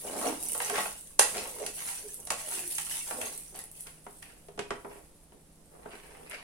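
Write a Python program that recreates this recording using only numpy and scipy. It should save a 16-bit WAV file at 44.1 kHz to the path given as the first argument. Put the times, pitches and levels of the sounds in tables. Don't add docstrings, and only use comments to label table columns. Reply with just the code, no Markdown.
import sys
import numpy as np
from scipy import signal
from scipy.fft import rfft, irfft, next_fast_len
from scipy.io import wavfile
from scipy.ndimage import uniform_filter1d, map_coordinates

SR = 44100
rng = np.random.default_rng(int(sys.argv[2]) if len(sys.argv) > 2 else 0)


def file_out(sig):
    cols = np.atleast_2d(sig).T
    lim = np.clip(cols, -1, 1)
    pcm = np.round(lim * 32767).astype(np.int16)
    wavfile.write(sys.argv[1], SR, pcm)


N = 283550


def amp(db):
    return 10 ** (np.asarray(db) / 20)


def unit(x):
    return x / np.sqrt(np.mean(x ** 2) + 1e-20)


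def along(points, hz):
    point_hz, values = np.transpose(points)
    return np.interp(np.log(hz + 1), np.log(point_hz), values)


def curves(rows):
    times, *columns = np.transpose(rows)
    return [np.interp(np.arange(N) / SR, times, column) for column in columns]


def wobble(rate):
    knots = rng.standard_normal(int(N * rate / SR) + 4)
    return map_coordinates(knots, [np.arange(N) * rate / SR])


def convolve(x, response):
    return signal.fftconvolve(x, np.atleast_2d(response), axes=1)[:, :x.shape[1]]


def colour(x, points, size=4096):
    log_gain = np.log(amp(along(points, np.fft.rfftfreq(size, 1 / SR))))
    cepstrum = irfft(log_gain)
    cepstrum[1:size // 2] *= 2
    cepstrum[size // 2 + 1:] = 0
    return convolve(x, irfft(np.exp(rfft(cepstrum))))


def diffuse(n, alike_hz):
    a, b = rfft(rng.standard_normal((2, n)))
    likeness = .9 / (1 + (np.fft.rfftfreq(n, 1 / SR) / alike_hz) ** 2)
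    turn = np.arccos(likeness) / 2
    shared, opposed = a * np.cos(turn), b * np.sin(turn)
    return irfft(np.array([shared + opposed, shared - opposed]), n)


def ring(modes, spread_db=2):
    t = np.arange(SR // 2) / SR
    out = np.zeros((2, len(t)))
    draws = rng.standard_normal((len(modes), 3))
    for (hz, db, t60), (strength, phase, side) in zip(modes, draws):
        turn = np.array([[1], [-1]]) * side * min(hz / 2800, 1)
        decay = amp(db + spread_db * strength - 60 * t / t60)
        out += decay * np.sin(2 * np.pi * (hz * t + phase) + turn)
    return out / np.linalg.norm(out[0])


def grains(rate, spread_db, lag_s):
    when, size, side, lean = rng.random((int(rate * N / SR), 4)).T
    strength = amp(spread_db * np.minimum(-np.log(1 - size), 4)) * rng.choice([-1, 1], len(when))
    lag = (2 * side - 1) * lag_s * SR / 2
    lean = lean - .5
    channels = []
    for way in (1, -1):
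        at = np.round(when * N + way * lag).astype(int) % N
        channels.append(np.bincount(at, strength * (1 + way * lean), N))
    return unit(np.array(channels))


def add(track, s, sound):
    at = round(s * SR)
    track[:, at:at + sound.shape[1]] += sound[:, :N - at]


def gestures(rows, rises_s, falls_db_per_s):
    t = np.arange(N) / SR
    power = np.zeros((len(rises_s), N))
    for s, length, *levels in rows:
        near = (t > s - .2) & (t < s + length + .8)
        age = t[near] - s
        after = np.maximum(age - length, 0)
        for layer, db, rise, fall in zip(power, levels, rises_s, falls_db_per_s):
            onset = 1 / (1 + np.exp(-4 * (2 * age / rise + 1)))
            layer[near] += onset * amp(db - fall * after) ** 2
    return np.sqrt(power)


BLOTCH_DB, BLOTCH_WIDTH_HZ, BLOTCH_S = 3.5, 260, .03


def blotchy(x):
    hz, t, z = signal.stft(x, SR, nperseg=512)
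    field = rng.standard_normal(z.shape[1:])
    field = uniform_filter1d(field, round(BLOTCH_WIDTH_HZ / hz[1]), 0)
    field = uniform_filter1d(field, round(BLOTCH_S / t[1]), 1)
    patchy = signal.istft(z * amp(BLOTCH_DB * unit(field)), SR, nperseg=512)[1]
    return unit(patchy[:, :N])


def at_level(sound, db):
    return amp(db) * sound / np.std(sound[:, :SR // 50])


def blow(modes, spectrum, ring_db, attack_s, contact_t60, wash_db, wash_t60):
    t = np.arange(SR // 2) / SR
    rise = (1 - np.exp(-t / attack_s)) ** 2
    fall = amp(-60 * t / contact_t60) + amp(wash_db - 60 * t / wash_t60)
    contact = colour(diffuse(len(t), 550) * rise * fall, spectrum)
    return contact / np.linalg.norm(contact[0]) + amp(ring_db) * rise * ring(modes)


def grain_ping(hz, t60):
    t = np.arange(SR // 30) / SR
    first, second = rng.random((2, 2, 1))
    tone = np.sin(2 * np.pi * (hz * t + first))
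    tone = tone + .5 * np.sin(2 * np.pi * (hz * rng.uniform(1.2, 1.9) * t + second))
    snap = 1.5 * rng.standard_normal((2, len(t))) * amp(-60 * t / .007)
    return tone * amp(-60 * t / t60) + snap


# (frequency [Hz], level [dB])
HUM_TONES = [(160, -67), (296, -75), (442, -81.5)]
# (frequency [Hz], relative level [dB per Hz])
RUSH_COLOUR = [(25, -1), (60, -3.5), (120, -14), (165, -10.5), (350, -14.5), (600, -16.5), (1200, -26),
               (2500, -30), (4500, -31), (7500, -29.5), (9800, -28.5), (12000, -29.5), (15500, -55)]


def background():
    t = np.arange(N) / SR
    hum = np.zeros(N)
    for hz, db in HUM_TONES:
        level = amp(db + 2.3 * wobble(6.0)) * np.sqrt(2)
        hum += level * np.sin(2 * np.pi * hz * t + 0.54 * wobble(4.4))
    rush = amp(-59) * unit(colour(diffuse(N, 900), RUSH_COLOUR))
    return hum + rush


# (frequency [Hz], decay time [s])
ROOM_DECAY = [(150, 0.4), (600, 0.28), (3500, 0.31), (9500, 0.3), (15000, 0.14)]


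def kitchen(x):
    hz, t, z = signal.stft(diffuse(SR // 2, 980), SR, nperseg=256)
    decay = amp(-60 * t / along(ROOM_DECAY, hz)[:, None])
    tail = signal.istft(z * decay, SR, nperseg=256)[1]
    tail = np.pad(tail, ((0, 0), (SR // 250, 0)))
    return convolve(x, tail / np.linalg.norm(tail[0]))


# (time [s], thud level [dB], thud cut-off [Hz], clack level [dB], ring against contact noise [dB])
SET_DOWNS = [(3.869, -60, 900, -50, -18), (4.065, -44.5, 1330, -58, -8.5), (4.226, -69, 1400, -49.5, -28),
             (4.484, -48.5, 650, -61, -6), (4.576, -42, 550, -56, -2), (4.591, -36.5, 756, -37.5, -7.5),
             (4.7052, -33, 1700, -42, -8), (4.846, -41.5, 1080, -65, -1.5), (5.32, -59.5, 900, -68, -14.5),
             (5.341, -57.5, 400, -77.5, -14), (5.857, -43.5, 1190, -69, -6.5), (5.886, -60, 900, -66, -12),
             (5.933, -51, 910, -67, -6), (6.311, -57, 1000, -49.5, -9), (6.341, -54.5, 900, -54, -8)]
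# (frequency [Hz], relative level [dB], time to fall 60 dB [s])
WORKTOP_MODES = [(338, -8, .18), (407, 0, .2), (445, -3, .13), (478, -3, .18), (697, -1, .22),
                 (860, -2, .2), (962, -1, .24), (1030, -2, .18), (1280, -8, .15)]
# (frequency [Hz], relative level [dB], time to fall 60 dB [s])
CONTAINER_MODES = [(1275, -4, .18), (1523, -1, .17), (1675, -2, .16), (1925, -3, .16), (2172, -4, .15),
                   (2500, -3, .22), (3105, -4, .22), (3400, -8, .14)]
# (frequency [Hz], relative level [dB per Hz])
THUD_COLOUR = [(60, -16), (230, -8.5), (330, -5.5), (450, 3), (550, -4), (690, -1), (1000, -3), (1300, -4),
               (2200, -8), (5000, -24), (12000, -26.5)]
# (frequency [Hz], relative level [dB per Hz])
CLACK_COLOUR = [(400, -28), (1000, -9), (1350, -2.5), (1700, -2), (2200, 1), (3100, -2), (3700, -6),
                (6500, -9.5), (9500, -9.5), (12000, -25), (16000, -49)]


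def knocks():
    out = np.zeros((2, N))
    for s, thud_db, cutoff_hz, clack_db, ring_db in SET_DOWNS:
        thud = blow(WORKTOP_MODES, THUD_COLOUR, ring_db,
                    attack_s=.0011, contact_t60=.034, wash_db=-15, wash_t60=.21)
        thud = signal.sosfilt(signal.butter(2, cutoff_hz, fs=SR, output="sos"), thud)
        clack = blow(CONTAINER_MODES, CLACK_COLOUR, ring_db,
                     attack_s=.0006, contact_t60=.02, wash_db=-21, wash_t60=.18)
        add(out, s, at_level(thud, thud_db) + at_level(clack, clack_db))
    return out


# (time [s], length [s], dull slide level [dB], dry scuff level [dB])
SHIFT_MOVES = [(3.875, 0.013, -79, -58.5), (4.24, 0.083, -66, -58.5), (4.915, 0.026, -52, -59),
               (5.735, 0.058, -56.5, -72), (5.835, 0.024, -55, -64), (5.92, 0.025, -56, -50),
               (6.04, 0.11, -58.5, -57), (6.17, 0.065, -54.5, -73), (6.268, 0.018, -63, -58),
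               (6.322, 0.016, -64.5, -44), (6.41, 0.03, -78, -61)]
# (frequency [Hz], relative level [dB per Hz])
SLIDE_COLOUR = [(100, -23.5), (250, -8.5), (440, 3.5), (660, -2.5), (900, -4), (1600, -14.5), (4000, -43)]
# (frequency [Hz], relative level [dB per Hz])
SCUFF_COLOUR = [(400, -16.5), (650, 4), (1100, -1.5), (1600, 3.5), (2050, 5), (2700, 3.5), (3700, -8),
                (5000, -7.5), (6200, -15), (9500, -22.5), (14000, -33.5)]
SHIFT_RISE_S, SHIFT_FALL_DB_PER_S = 0.023, 139


def beside_stove():
    sliding, scuffing = gestures(SHIFT_MOVES, [SHIFT_RISE_S] * 2, [SHIFT_FALL_DB_PER_S] * 2)
    slide = unit(colour(grains(rate=450, spread_db=2.5, lag_s=0.00093), SLIDE_COLOUR))
    rough = grains(rate=1300, spread_db=2.5, lag_s=0.00028) * amp(2 * wobble(90))
    scuff = blotchy(colour(rough, SCUFF_COLOUR))
    return sliding * slide + scuffing * scuff + knocks()


# (time [s], level [dB])
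LIGHT_CLICKS = [(0.4266, -34), (0.434, -32), (0.486, -29.5), (0.5194, -29.5), (0.532, -29.5),
                (0.5777, -29.5), (0.619, -31.5), (0.696, -39), (1.865, -41), (1.889, -35), (2.1368, -44),
                (2.143, -36.5), (2.2002, -41.5), (2.2518, -38.5), (2.6767, -32), (2.97, -48), (3.3765, -36),
                (3.5584, -40.5), (3.5744, -45), (3.59, -36), (3.639, -40), (3.7144, -43.5), (3.8067, -36),
                (4.224, -48), (6.297, -42), (6.309, -49)]
# (frequency [Hz], relative level [dB per Hz])
CLICK_COLOUR = [(1000, -15.5), (3000, -24), (7000, -3.5), (9600, 13), (12000, 3), (15500, -7.5)]


def light_clicks():
    out = np.zeros((2, N))
    t = np.arange(SR // 20) / SR
    envelope = (1 - np.exp(-t / 0.00057)) * amp(-60 * t / 0.01)
    for s, db in LIGHT_CLICKS:
        click = colour(rng.standard_normal((2, len(t))) * envelope, CLICK_COLOUR)
        add(out, s, amp(db) * click / np.std(click[:, :SR // 250]))
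    return out


# (time [s], level [dB], pitch [Hz])
LENTIL_CRACKS = [(0.287, -42, 2300), (0.764, -37.5, 2000), (0.788, -36.5, 1950), (0.806, -34.5, 1910),
                 (1.232, -36.5, 4650), (1.345, -45.5, 2210), (1.381, -44, 2550), (1.889, -43.5, 2800),
                 (2.321, -37, 2680), (2.523, -45.5, 1400), (2.897, -41.5, 2850), (2.971, -45.5, 3600)]


def cracks():
    out = np.zeros((2, N))
    for s, db, hz in LENTIL_CRACKS:
        ping = grain_ping(hz, t60=.018)
        add(out, s, amp(db) * ping / np.std(ping[:, :SR // 150]))
    return out


# (time [s], length [s], first pitch [Hz], last pitch [Hz], level [dB])
BLADE_DRONES = [(0.103, 0.11, 642, 592, -48), (0.245, 0.09, 298.6, 283, -42), (0.249, 0.075, 478, 450, -40),
                (0.703, 0.067, 406, 468, -40), (1.39, 0.12, 482, 493, -50.5), (1.577, 0.065, 420, 368, -50),
                (2.021, 0.059, 485, 420, -51), (2.411, 0.081, 616, 613, -54),
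                (2.507, 0.21, 367, 328, -56.5), (3.16, 0.113, 486, 458, -51)]


def drones():
    out = np.zeros((2, N))
    for s, length, first_hz, last_hz, db in BLADE_DRONES:
        n = int(length * SR)
        phase = 2 * np.pi * np.cumsum(np.geomspace(first_hz, last_hz, n)) / SR
        tone = unit(wobble(87.5)[:n] * np.cos(phase) + wobble(83.3)[:n] * np.sin(phase))
        faded = tone * signal.windows.tukey(n, .5)
        add(out, s, amp(db) * faded[None])
    return out


# (time [s], thud level [dB], body level [dB], bite level [dB], treble level [dB],
#  ring against contact noise [dB])
PAN_STRIKES = [(0.067, -46, -52, -59, -63, -11), (0.212, -47, -41.5, -51, -45, -11),
               (0.224, -39.5, -38, -52, -42.5, -1), (0.263, -37.5, -41.5, -50, -55, -12),
               (0.323, -53, -42.5, -58, -62, -20), (0.547, -46.5, -42, -48.5, -43, -2.5),
               (0.601, -43, -37, -37.5, -43, -20), (0.696, -54, -37.5, -39.5, -38.5, -13),
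               (0.738, -47, -38, -49, -52, -5), (0.755, -50, -39.5, -39.5, -45, -8),
               (0.778, -39.5, -30.5, -36.5, -41.5, -5.5), (0.856, -41, -37.5, -44.5, -51.5, -21),
               (1.1895, -66, -43, -53, -39.5, -14), (1.192, -29.5, -24, -26.5, -17, -15),
               (1.209, -48, -43, -34, -41, -4), (1.218, -50, -43, -41, -33.5, -9),
               (1.454, -55, -47, -50, -56.5, -8), (1.662, -70, -67, -42.5, -36, -4.5),
               (2.27, -53, -52, -52.5, -43, -3), (2.3025, -39.5, -33.5, -34.5, -31, -12.5),
               (2.781, -61, -44.5, -39, -35, -20), (3.108, -47, -38.5, -45.5, -58, -19),
               (3.213, -50, -46.5, -41, -39.5, -10), (3.543, -62, -62, -62.5, -55.5, -16)]
# (frequency [Hz], relative level [dB], time to fall 60 dB [s])
PAN_MODES = [(296, -12, .3), (447, -7, .27), (478, -6, .25), (571, -7, .26), (598, -3, .25), (722, -3, .22),
             (866, 1, .25), (1068, -1, .24), (1125, -4, .24), (1281, -8, .2), (1410, -9, .25),
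             (1922, -5, .22), (1962, -5, .22), (2136, -8, .3), (2687, -6, .22), (2816, -7, .2)]
# (frequency [Hz], relative level [dB], time to fall 60 dB [s])
SKIMMER_MODES = [(4048, -11, .28), (5744, -11, .28), (5905, -10, .25), (6327, -9, .25), (6828, -6, .26),
                 (7153, -11, .28), (8231, -9, .2), (8455, -10, .3), (9278, -7, .25), (9345, -6, .22),
                 (9557, -6, .16), (9621, -2, .22), (9674, -2, .24)]
# (frequency [Hz], relative level [dB per Hz])
CLINK_COLOUR = [(60, -30.5), (200, -10), (320, -15.5), (480, 1), (800, 6), (1300, 0), (2000, 1.5),
                (2700, 5), (3500, -3.5), (5500, -0.5), (7000, 2), (8200, 2.5), (9600, 7.5), (11000, 0),
                (13000, -11.5), (16000, -22.5)]


def skimmer_strikes():
    out = np.zeros((2, N))
    bands_hz = [(110, 720), (720, 1500), (1500, 3500), (3500, 15500)]
    registers = [signal.butter(3, edges, "band", fs=SR, output="sos") for edges in bands_hz]
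    for s, *levels, ring_db in PAN_STRIKES:
        sound = blow(PAN_MODES + SKIMMER_MODES, CLINK_COLOUR, ring_db,
                     attack_s=.0015, contact_t60=.019, wash_db=-29, wash_t60=.22)
        for register, db in zip(registers, levels):
            add(out, s, at_level(signal.sosfilt(register, sound), db))
    return out


# (frequency [Hz], relative level [dB per Hz])
CRUNCH_COLOUR = [(500, -19), (1000, -1.5), (2000, 0.5), (2900, 6.5), (3900, -8), (6000, 9.5), (9600, 10.5),
                 (13000, -15.5)]
CRUNCH_PER_S, CRUNCH_T60_S = 85, .03


def crunch():
    out = np.zeros((2, N))
    for when, pitch, size in rng.random((int(CRUNCH_PER_S * N / SR), 3)):
        hz = np.exp(np.interp(pitch, [0, 1], np.log([1100, 6500])))
        add(out, when * N / SR, amp(16 * size) * grain_ping(hz, CRUNCH_T60_S))
    return unit(colour(out, CRUNCH_COLOUR))


# (time [s], length [s], lentil rustle level [dB], blade scrape level [dB], pan rub level [dB])
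SKIMMER_PUSHES = [(0.0, 0.015, -44, -61, -65), (0.075, 0.12, -47.5, -53, -41.5),
                  (0.21, 0.033, -40, -53, -49), (0.265, 0.022, -51, -46.5, -38),
                  (0.435, 0.15, -41, -75, -55), (0.625, 0.054, -42.5, -43.5, -54),
                  (0.715, 0.013, -44, -42, -45), (0.765, 0.017, -40, -38.5, -46),
                  (1.25, 0.05, -41, -50, -65), (1.36, 0.018, -41.5, -38, -44.5),
                  (1.44, 0.0069, -64, -69, -47.5), (1.54, 0.03, -51.5, -65, -56),
                  (1.598, 0.032, -48, -53, -42.5), (1.785, 0.13, -41, -48.5, -62.5),
                  (2.03, 0.03, -53, -82, -57), (2.2, 0.038, -63.5, -88, -61),
                  (2.385, 0.05, -45.5, -52.5, -66.5), (2.485, 0.12, -40, -51, -57),
                  (2.69, 0.11, -41.5, -68, -64.5), (2.88, 0.082, -39, -48.5, -66.5),
                  (3.11, 0.014, -41, -58, -47), (3.172, 0.03, -67, -58, -49),
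                  (3.235, 0.034, -43.5, -50, -47), (3.56, 0.018, -78, -52.5, -56),
                  (3.78, 0.031, -52.5, -81, -71)]
# (time [s], level [dB])
ROASTING_LEVEL = [(3.5, -87), (4.15, -56), (4.6, -68), (4.95, -60), (5.25, -69), (5.6, -68.5), (5.9, -61.5)]
# (frequency [Hz], relative level [dB per Hz])
RUSTLE_COLOUR = [(1000, -38), (2500, -17.5), (4500, -16.5), (7000, -13), (8500, -5), (9600, -1.5),
                 (11000, -4.5), (12500, -15), (15500, -17)]
# (frequency [Hz], relative level [dB per Hz])
SCRAPE_COLOUR = [(400, -26), (800, 2.5), (1200, -3), (1600, -2), (1980, 2.5), (2750, -2), (3800, -4.5),
                 (5500, -5), (8000, -9), (13000, -31.5)]
# (frequency [Hz], relative level [dB per Hz])
RUB_COLOUR = [(50, -25), (85, -3), (130, -16.5), (230, -3.5), (320, -2), (450, 3), (650, -0.5), (900, -4),
              (1400, -13.5), (3000, -33.5)]
TUMBLE_RISE_S, SCRAPE_RISE_S, RUB_RISE_S = 0.056, 0.019, 0.052
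SETTLE_DB_PER_S, SCRAPE_FALL_DB_PER_S, RUB_FALL_DB_PER_S = 53.5, 184, 202
CRUNCH_UNDER_HEAP_DB, CRUNCH_UNDER_BLADE_DB = -11, -4


def stirring():
    tumble, drag, press = gestures(SKIMMER_PUSHES, [TUMBLE_RISE_S, SCRAPE_RISE_S, RUB_RISE_S],
                                   [SETTLE_DB_PER_S, SCRAPE_FALL_DB_PER_S, RUB_FALL_DB_PER_S])
    roasting_db = curves(ROASTING_LEVEL)[0]
    judder = wobble(70)

    clumps = amp(1.6 * wobble(45) + 1.6 * wobble(220))
    lentils = blotchy(colour(clumps * grains(rate=4400, spread_db=1.5, lag_s=.0003), RUSTLE_COLOUR))
    hops = unit(colour(grains(rate=110, spread_db=3, lag_s=.0003), CLICK_COLOUR))
    lentils += amp(-9) * hops

    slips = grains(rate=550, spread_db=2, lag_s=.0003)
    ringing_slips = slips + amp(-18) * convolve(slips, ring(PAN_MODES + SKIMMER_MODES))
    blade = blotchy(colour(ringing_slips, SCRAPE_COLOUR))

    bumps = grains(rate=600, spread_db=3, lag_s=0.00028)
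    ringing_bumps = bumps + amp(-23) * convolve(bumps, ring(PAN_MODES))
    pan = blotchy(colour(ringing_bumps, RUB_COLOUR))

    rustle = np.hypot(tumble, amp(roasting_db)) * amp(1.08 * judder) * lentils
    scrape = drag * amp(2.5 * judder) * blade
    rub = press * amp(0.27 * judder) * pan
    caught_gain = np.hypot(tumble * amp(CRUNCH_UNDER_HEAP_DB), drag * amp(CRUNCH_UNDER_BLADE_DB))
    return rustle + scrape + caught_gain * crunch() + rub


def scene():
    beside = beside_stove()
    clicks = light_clicks() + cracks()
    strikes = skimmer_strikes()
    stir = stirring() + drones()
    room = kitchen(amp(-3.0) * stir + amp(-1) * clicks + amp(-3.5) * strikes + amp(-5.0) * beside)
    return background() + room + beside + clicks + strikes + stir


# (frequency [Hz], left minus right [dB])
MICROPHONE_BALANCE = [(60, -2), (200, -2.5), (700, -1), (1400, 0), (4400, 0), (8500, -4), (11000, 1),
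                      (14000, 1.5)]
TOP_HZ = 15900


def record(dry):
    m = next_fast_len(N + SR // 2)
    hz = np.fft.rfftfreq(m, 1 / SR)
    sides = amp(np.array([[.5], [-.5]]) * along(MICROPHONE_BALANCE, hz))
    return irfft(rfft(dry, m) * sides * (hz < TOP_HZ), m)[:, :N]


dry = scene()
out = record(dry)
file_out(out)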